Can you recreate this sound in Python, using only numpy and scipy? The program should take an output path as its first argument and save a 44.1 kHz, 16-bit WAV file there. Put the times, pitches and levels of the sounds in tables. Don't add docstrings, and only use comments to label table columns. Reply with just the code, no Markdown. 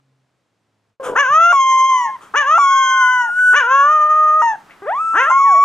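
import sys
import numpy as np
from scipy import signal
from scipy.fft import rfft, irfft
from scipy.io import wavfile
from scipy.ndimage import uniform_filter1d, minimum_filter1d

SR = 44100
rng = np.random.default_rng(int(sys.argv[2]) if len(sys.argv) > 2 else 0)


def wrap_up_sound(samples):
    columns = np.atleast_2d(samples).T
    tamed = np.clip(columns, -1, 1)
    steps = np.round(tamed * 32767).astype(np.int16)
    wavfile.write(sys.argv[1], SR, steps)


N = 248928
TIME_S = np.arange(N) / SR


def amp(db):
    return 10 ** (np.asarray(db) / 20)


def unit_rms(x):
    return x / np.sqrt(np.mean(x ** 2) + 1e-20)


def at_hz(points, hz):
    point_hz, value = np.transpose(points)
    return np.interp(np.log(hz + 1), np.log(point_hz + 1), value)


def curves(rows):
    times_s, *columns = np.transpose(rows)
    t = np.arange(times_s[0], times_s[-1], 1 / SR)
    return [t] + [np.interp(t, times_s, column) for column in columns]


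def add(mix, start_s, sound):
    part = mix[max(round(start_s * SR), 0):][:len(sound)]
    part += sound[:len(part)]


def noise(spectrum, size):
    gain = amp(at_hz(spectrum, np.fft.rfftfreq(size, 1 / SR)))
    return unit_rms(irfft(rfft(rng.standard_normal(size)) * gain, size))


def waver(corner_hz, size):
    hz = np.fft.rfftfreq(size, 1 / SR)
    gain = (hz > 0) / (1 + (hz / corner_hz) ** 2) ** 2
    return unit_rms(irfft(rfft(rng.standard_normal(size)) * gain, size))


def fade(t, rise_s, fall_s):
    return np.clip((t - t[0]) / rise_s, 0, 1) * np.clip((t[-1] - t) / fall_s, 0, 1)


# frequency in Hz, relative level in dB.
HUSH_SPECTRUM = [(30, -28), (120, -4.5), (300, -6.5), (1000, -11), (8000, -27.5), (15000, -45.5)]
AIR_SPECTRUM = [(25, -14), (60, -12), (150, -5), (300, -5), (600, -7.5), (1200, -1.5), (2500, -14.5),
                (4500, -21.5), (8000, -25), (15000, -35)]

def room_noise(hush_db=-70, air_db=-49.5, air_start_s=1, width=0.3):
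    def stereo(spectrum):
        return noise(spectrum, N) + width * np.array([[1], [-1]]) * noise(spectrum, N)
    hush = amp(hush_db) * stereo(HUSH_SPECTRUM) * np.interp(TIME_S, [0.9, 0.97], [1, 0.1])
    air = amp(air_db) * stereo(AIR_SPECTRUM) * np.clip((TIME_S - air_start_s) / 0.0059, 0, 1)
    return hush + air


# time in seconds, pitch in Hz, level in dB.
HUM_CONTOUR = [(0, 136, -66), (.12, 133, -63), (.21, 131.8, -67), (.45, 124, -84), (.55, 110.3, -76),
               (.94, 103.5, -73)]

def hum(octave_db=-13.5):
    t, hz, level_db = curves(HUM_CONTOUR)
    phase = 2 * np.pi * np.cumsum(hz) / SR
    tone = np.sin(phase) + amp(octave_db) * np.sin(2 * phase)
    track = np.zeros(N)
    add(track, t[0], np.sqrt(2) * amp(level_db) * tone)
    return track


# frequency in Hz, T60 in seconds.
WALL_T60 = [(200, 0.52), (1200, 0.22), (3000, 0.36), (8000, 0.33)]

def wall_reflections(x, wet_db=-14, gap_s=0.0043):
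    t = np.arange(SR // 2) / SR
    taps = rng.standard_normal((2, len(t))) * (rng.random((2, len(t))) < 0.1) * (t > gap_s)
    taps = taps + 0.5 * taps[::-1]
    hz, age_s, frames = signal.stft(taps, SR, nperseg=256)
    decay = amp(-60 * age_s / at_hz(WALL_T60, hz)[:, None])
    tail = signal.istft(frames * decay, SR, nperseg=256)[1]
    tail /= np.sqrt(np.mean(abs(rfft(tail, SR)[:, 800:2000]) ** 2))
    return amp(wet_db) * signal.fftconvolve(x[None], tail, axes=1)[:, :N]


# frequency in Hz, left minus right in dB.
BALANCE = [(600, 1.3), (1200, 0.5), (2000, 4.5), (3100, 0.5), (6400, 3), (9000, 6.5), (13000, -5.5)]
# frequency in Hz, left lead in radians.
PHASE_LEAD = [(0, 0), (1200, 0.42), (3000, 1.21), (6400, 1.12), (9000, 1.3)]

def direct_path(x):
    hz = np.fft.rfftfreq(N, 1 / SR)
    left = amp(at_hz(BALANCE, hz) / 2) * np.exp(0.5j * at_hz(PHASE_LEAD, hz))
    pair = np.array([left, 1 / left])
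    return irfft(rfft(x) * pair / abs(pair).mean(0), N)


# start in seconds, level in dB, centre in Hz, decay in seconds.
PAW_STEPS = [(1.291, -42, 147.2, 0.095), (3.387, -26, 1723, 0.0049), (4.697, -31.5, 1516, 0.0036),
             (4.706, -42, 2170, 0.025), (5.33, -48, 216, 0.052)]

def paw(start_s, level_db, hz, decay_s):
    t = np.arange(SR // 3) / SR
    spectrum = [(hz / 3, -25), (hz, 0), (hz * 1.2, -5), (hz * 2, -28), (hz * 10, -70)]
    envelope = np.exp(-t / decay_s) * fade(t, 5 / hz, 0.01)
    return start_s, amp(level_db) * noise(spectrum, len(t)) * envelope


# frequency in Hz, relative level in dB.
BREATH_SPECTRUM = [(150, -28), (420, -4), (700, -8.5), (1300, 6.5), (2000, -14.5), (3200, -10.5),
                   (4300, -31), (6500, -17), (9000, -20), (15000, -38.5)]
# start in seconds, length in seconds, level in dB.
GASP_EVENTS = [(1.026, 0.099, -28.5), (2.201, 0.098, -42)]

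def gasp(start_s, length_s, level_db):
    progress = np.arange(round(length_s * SR)) / (length_s * SR)
    envelope = np.interp(progress, [0, 0.25, 1], [0, 1.3, 0.15])
    return start_s, amp(level_db) * noise(BREATH_SPECTRUM, len(progress)) * envelope


# time in seconds, pitch in Hz, level in dB.
FIRST_WHINE = [(1.712, 926, -29), (1.76, 1007, -28.5), (1.937, 1114, -25), (2.01, 1143, -28),
               (2.059, 1066, -21), (2.144, 1063, -25), (2.172, 918, -36.5)]
SECOND_WHINE = [(2.41, 843, -32.5), (2.59, 1383, -23.5), (2.782, 1540, -23), (3.072, 1467, -13),
                (3.127, 1505, -16), (3.3, 1425, -20), (3.352, 1455, -19), (3.393, 1494, -13.5),
                (3.546, 1472, -8.5), (3.619, 1468, -23), (3.722, 1345, -24.5), (3.865, 1456, -20),
                (3.96, 1352, -37), (4.289, 1038, -37.5)]
THIRD_WHINE = [(4.819, 390.5, -35), (4.85, 413, -34), (4.89, 639.5, -18), (4.955, 1095, -20),
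               (5.01, 1299, -17.5), (5.218, 1355, -18), (5.316, 1389, -22.5), (5.377, 1400, -25),
               (5.468, 914, -23.5), (5.559, 619, -29), (5.605, 716, -31)]
# frequency in Hz, level in dB re the fundamental.
WHINE_SPECTRUM = [(1200, -6.5), (1900, -12), (2300, -26), (2750, -30), (3050, -36.5), (3450, -29.5),
                  (3900, -55), (6000, -38.5), (7400, -35.5), (8900, -35), (10300, -55.5), (14000, -60)]
# time in seconds, treble and hiss gain in dB.
NASALITY = [(3.25, -7), (3.37, 0), (3.53, 2.5), (3.7, -22.5), (4.9, -8.5), (5.1, -2), (5.4, -5)]
# frequency in Hz, relative level in dB.
NOSE_SPECTRUM = [(3000, -31), (5500, -12), (7500, -10), (9000, -5), (10000, -23), (15000, -35.5)]

def whine(contour, tremor=0.0037, hiss_db=-42):
    t, hz, level_db = curves(contour)
    nasal_db = np.interp(t, *np.transpose(NASALITY))
    catch = 0.08 * np.exp(-hz / 415) * waver(40, len(t))
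    unsteady_hz = hz * (1 + catch + tremor * waver(48, len(t)))
    phase = 2 * np.pi * np.cumsum(unsteady_hz) / SR
    order = np.arange(2, 7)[:, None]
    gains = amp(at_hz(WHINE_SPECTRUM, order * hz) + nasal_db * (order * hz > 4000))
    tone = np.cos(phase) + (gains * np.cos(order * phase)).sum(0)
    hiss = amp(hiss_db + nasal_db) * noise(NOSE_SPECTRUM, len(t))
    return t[0], np.sqrt(2) * amp(level_db) * (tone + hiss) * fade(t, 0.0028, 0.0074)


# time in seconds, offset in percent.
PITCH_DRIFT = [(1.53, .5), (1.61, -.8), (1.8, -0.43), (1.878, 1.5), (1.958, -0.5), (3.0, 0.54),
               (3.056, -1.6), (3.196, 0.5), (3.55, -0.5), (3.751, 0), (3.817, -3.1), (3.932, 3),
               (4.018, -1), (4.205, 0.3), (4.307, -0.5), (4.406, 1), (4.45, 0)]

def voice(t, hz, level_db, mouth_hz, bright_db, edge_db, roughness, throat,
          attack_s=0.0014, mouth_width_hz=180, flutter=0.059, rasp_db=-10, breath_db=-20):
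    size = len(t)
    hz = hz * (1 + np.interp(t, *np.transpose(PITCH_DRIFT)) / 100)
    level_db = level_db + 13 * roughness * waver(24, size)
    jitter = 0.074 * roughness * waver(130, size)
    tremor = 0.0037 * waver(90, size)
    phase = 2 * np.pi * np.cumsum(hz * (1 + jitter + tremor)) / SR
    order = np.arange(1, 29)[:, None]
    harmonic_hz = order * hz
    effort_db = bright_db * np.interp(harmonic_hz, [1400, 3000], [0, 1])
    effort_db += edge_db * np.interp(harmonic_hz, [4000, 5500], [0, 1])
    detuning = (harmonic_hz - mouth_hz) / mouth_width_hz
    gains = amp(at_hz(throat, harmonic_hz) + effort_db) / np.hypot(1, detuning) * (harmonic_hz < 13600)
    gains /= np.sqrt((gains ** 2).sum(0) / 2)
    gains *= 1 + flutter * np.minimum(order - 1, 6) * waver(35, size)
    lag_rad = np.arctan(detuning) + np.pi * np.interp(harmonic_hz, [2400, 3600, 7000], [0, 2, 4])
    harmonics = gains * np.exp(1j * (order * phase - lag_rad))
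    rasp = np.array([waver(270, size) + 1j * waver(300, size) for _ in order])
    tone = (harmonics * (1 + amp(rasp_db) * roughness * rasp)).real.sum(0)
    tone *= 1 + roughness * waver(270, size)
    breath = amp(breath_db) * roughness * noise(BREATH_SPECTRUM, size)
    return t[0], amp(level_db) * (tone + breath) * fade(t, attack_s, 0.0017)


# frequency in Hz, gain in dB.
LOW_REGISTER = [(300, -4), (600, -8), (1100, 2), (1700, -4.5), (2200, -17), (2800, -3.5), (3350, -10.5),
                (3850, -21), (4700, -35), (5700, -23), (6400, -10.5), (7400, -35.5), (9500, -41.5),
                (13000, -46.5)]
# time in seconds, pitch in Hz, level in dB, mouth resonance in Hz,
# brightness in dB, edge in dB, roughness from 0 to 1.
WHIMPER_CONTOUR = [(.998, 539, -28, 505, -18.5, -11, 0.09), (1.06, 503.8, -27, 434, -22.5, -10, 0.18),
                   (1.162, 487.6, -30.5, 434, -29, -15, 0.36)]

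def whimper():
    return voice(*curves(WHIMPER_CONTOUR), LOW_REGISTER, mouth_width_hz=79, rasp_db=5, breath_db=-16.5)


# start, end, attack and scoop in seconds; start, top, dip and goal pitch
# in Hz; climb time constant in seconds; level, brightness, edge and gradual treble shift in dB.
HOWL_YELPS = [(1.152, 1.523, 0.017, 0.051, 326.8, 570.4, 501, 716, 0.1, -9, -4.5, 13.5, 22),
              (2.337, 2.579, 0.011, 0.047, 349, 594.7, 529, 1019, 0.29, -10, -0.5, 10, -10),
              (3.528, 4.419, 0.0079, .047, 314.1, 597.4, 461.8, 618.6, .129, -10.5, -1.5, 8.5, -21),
              (5.13, 5.316, .055, 0.1, 191.9, 532, 547.6, 1494, 0.35, -8, -6, 8, -17.5)]

def yelp(start_s, end_s, attack_s, scoop_s, start_hz, top_hz, dip_hz, goal_hz, climb_s,
         level_db, bright_db, edge_db, shift_db, dip_s=0.118):
    age_s = np.arange(0, end_s - start_s, 1 / SR)
    scoop = np.sin(np.pi / 2 * np.minimum(age_s / scoop_s, 1))
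    slack = np.sin(np.pi / 2 * np.interp(age_s, [scoop_s, dip_s], [0, 1])) ** 2
    climb = 1 - np.exp(-np.maximum(age_s - dip_s, 0) / climb_s)
    hz = start_hz + (top_hz - start_hz) * scoop + (dip_hz - top_hz) * slack + (goal_hz - dip_hz) * climb
    onset_hz, open_hz, rest_hz = 1240, 2052, 1274
    closing = 1 - np.exp(-np.maximum(age_s - scoop_s, 0) / 0.047)
    mouth_hz = onset_hz + (open_hz - onset_hz) * scoop + (rest_hz - open_hz) * closing
    dip_db = -7.5 * np.exp(-((age_s - dip_s) / 0.051) ** 2)
    level_db = level_db + (1 - scoop) + dip_db
    treble_db = shift_db * (1 - np.exp(-(age_s / 0.61) ** 2))
    bright_db = bright_db - 7 * (1 - scoop) + treble_db
    edge_db = edge_db + 2.5 * (scoop - slack) - 0.69 * treble_db
    roughness = 0.018 + 0.25 * np.exp(-age_s / 0.085)
    return voice(start_s + age_s, hz, level_db, mouth_hz, bright_db, edge_db, roughness,
                 LOW_REGISTER, attack_s)


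# frequency in Hz, relative level in dB.
CRACK_SPECTRUM = [(200, -65.5), (700, 0.5), (1050, 5.5), (2800, -26), (4200, -43), (6400, -20),
                  (12000, -58)]
# start in seconds, level in dB, swell length in seconds
HOWL_CRACKS = [(1.523, -17, 0.0092), (2.578, -16, 0.0069), (4.418, -22.5, 0.0075), (5.297, -18, 0.016)]

def crack(start_s, level_db, swell_s):
    t = np.arange(SR // 10) / SR
    envelope = t / swell_s * np.exp(2 - 2 * t / swell_s)
    return start_s, amp(level_db) * noise(CRACK_SPECTRUM, len(t)) * envelope


# frequency in Hz, gain in dB.
HIGH_REGISTER = [(1050, 2.5), (2100, -6), (2600, -17), (3200, -0.5), (3500, -18), (4100, -43.5),
                 (5300, -23.5), (6400, -10), (7400, -28), (8600, -35), (13000, -41)]
# start and end in seconds, pitch and overshoot in Hz, sag in Hz/s, final drop
# in Hz, level in dB, tiring in dB/s, mouth resonance in Hz, brightness and edge in dB.
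HOWL_WAILS = [(1.525, 2.108, 1056, 89.5, 5.5, 237.2, -10.5, 5, 1360, -1.5, 16),
              (2.588, 3.303, 1087, 72.5, 97, 192.7, -10, 10, 1296, 4, 12.5),
              (4.42, 4.56, 983.6, -18, 18.5, 187.6, -11, 9, 1278, 2, 7),
              (5.304, 6.111, 1115, -86.5, -27, 200, -11, -9.5, 1730, -25.5, 24.5)]

def wail(start_s, end_s, pitch_hz, overshoot_hz, sag_hz_per_s, drop_hz, level_db, tiring_db_per_s,
         mouth_hz, bright_db, edge_db, settle_s=0.056, drop_s=0.072, release_s=0.055):
    age_s = np.arange(0, end_s - start_s, 1 / SR)
    left_s = end_s - start_s - age_s
    fresh, spent = np.exp(-age_s / settle_s), np.exp(-left_s / release_s)
    hz = pitch_hz + overshoot_hz * fresh - sag_hz_per_s * age_s - drop_hz * np.exp(-left_s / drop_s)
    level_db = level_db - tiring_db_per_s * age_s - 13.5 * spent
    bright_db = bright_db - 4 * fresh - 22.5 * spent ** 2
    roughness = 0.012 + 0.22 * spent
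    return voice(start_s + age_s, hz, level_db, mouth_hz, bright_db, edge_db, roughness,
                 HIGH_REGISTER, flutter=0.049)


def scene():
    pen = np.zeros(N)
    add(pen, *whimper())
    for contour in (FIRST_WHINE, SECOND_WHINE, THIRD_WHINE):
        add(pen, *whine(contour))
    for source, table in ((yelp, HOWL_YELPS), (wail, HOWL_WAILS), (crack, HOWL_CRACKS),
                          (gasp, GASP_EVENTS), (paw, PAW_STEPS)):
        for row in table:
            add(pen, *source(*row))
    pen *= fade(TIME_S, 0.005, 0.005)
    return direct_path(pen) + wall_reflections(pen) + room_noise() + hum()


def record(dry, knee_db=-8.5, ratio=8.3, ceiling=0.85, cutoff_hz=15600):
    power = uniform_filter1d((dry ** 2).mean(0), size=900)
    power_db = 10 * np.log10(abs(power) + 1e-12)
    excess_db = uniform_filter1d(np.maximum(power_db - knee_db, 0), size=600)
    levelled = dry * amp(-excess_db * (1 - 1 / ratio))
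    limiter_gain = np.minimum(1, ceiling / (abs(levelled).max(0) + 1e-9))
    held_gain = minimum_filter1d(limiter_gain, size=600)
    smooth_gain = uniform_filter1d(uniform_filter1d(held_gain, size=300), size=300)
    lowpass = signal.firwin(511, cutoff_hz, window=("kaiser", 9), fs=SR)
    return signal.oaconvolve(levelled * smooth_gain, lowpass[None], "same")


dry = scene()
out = record(dry)
wrap_up_sound(out)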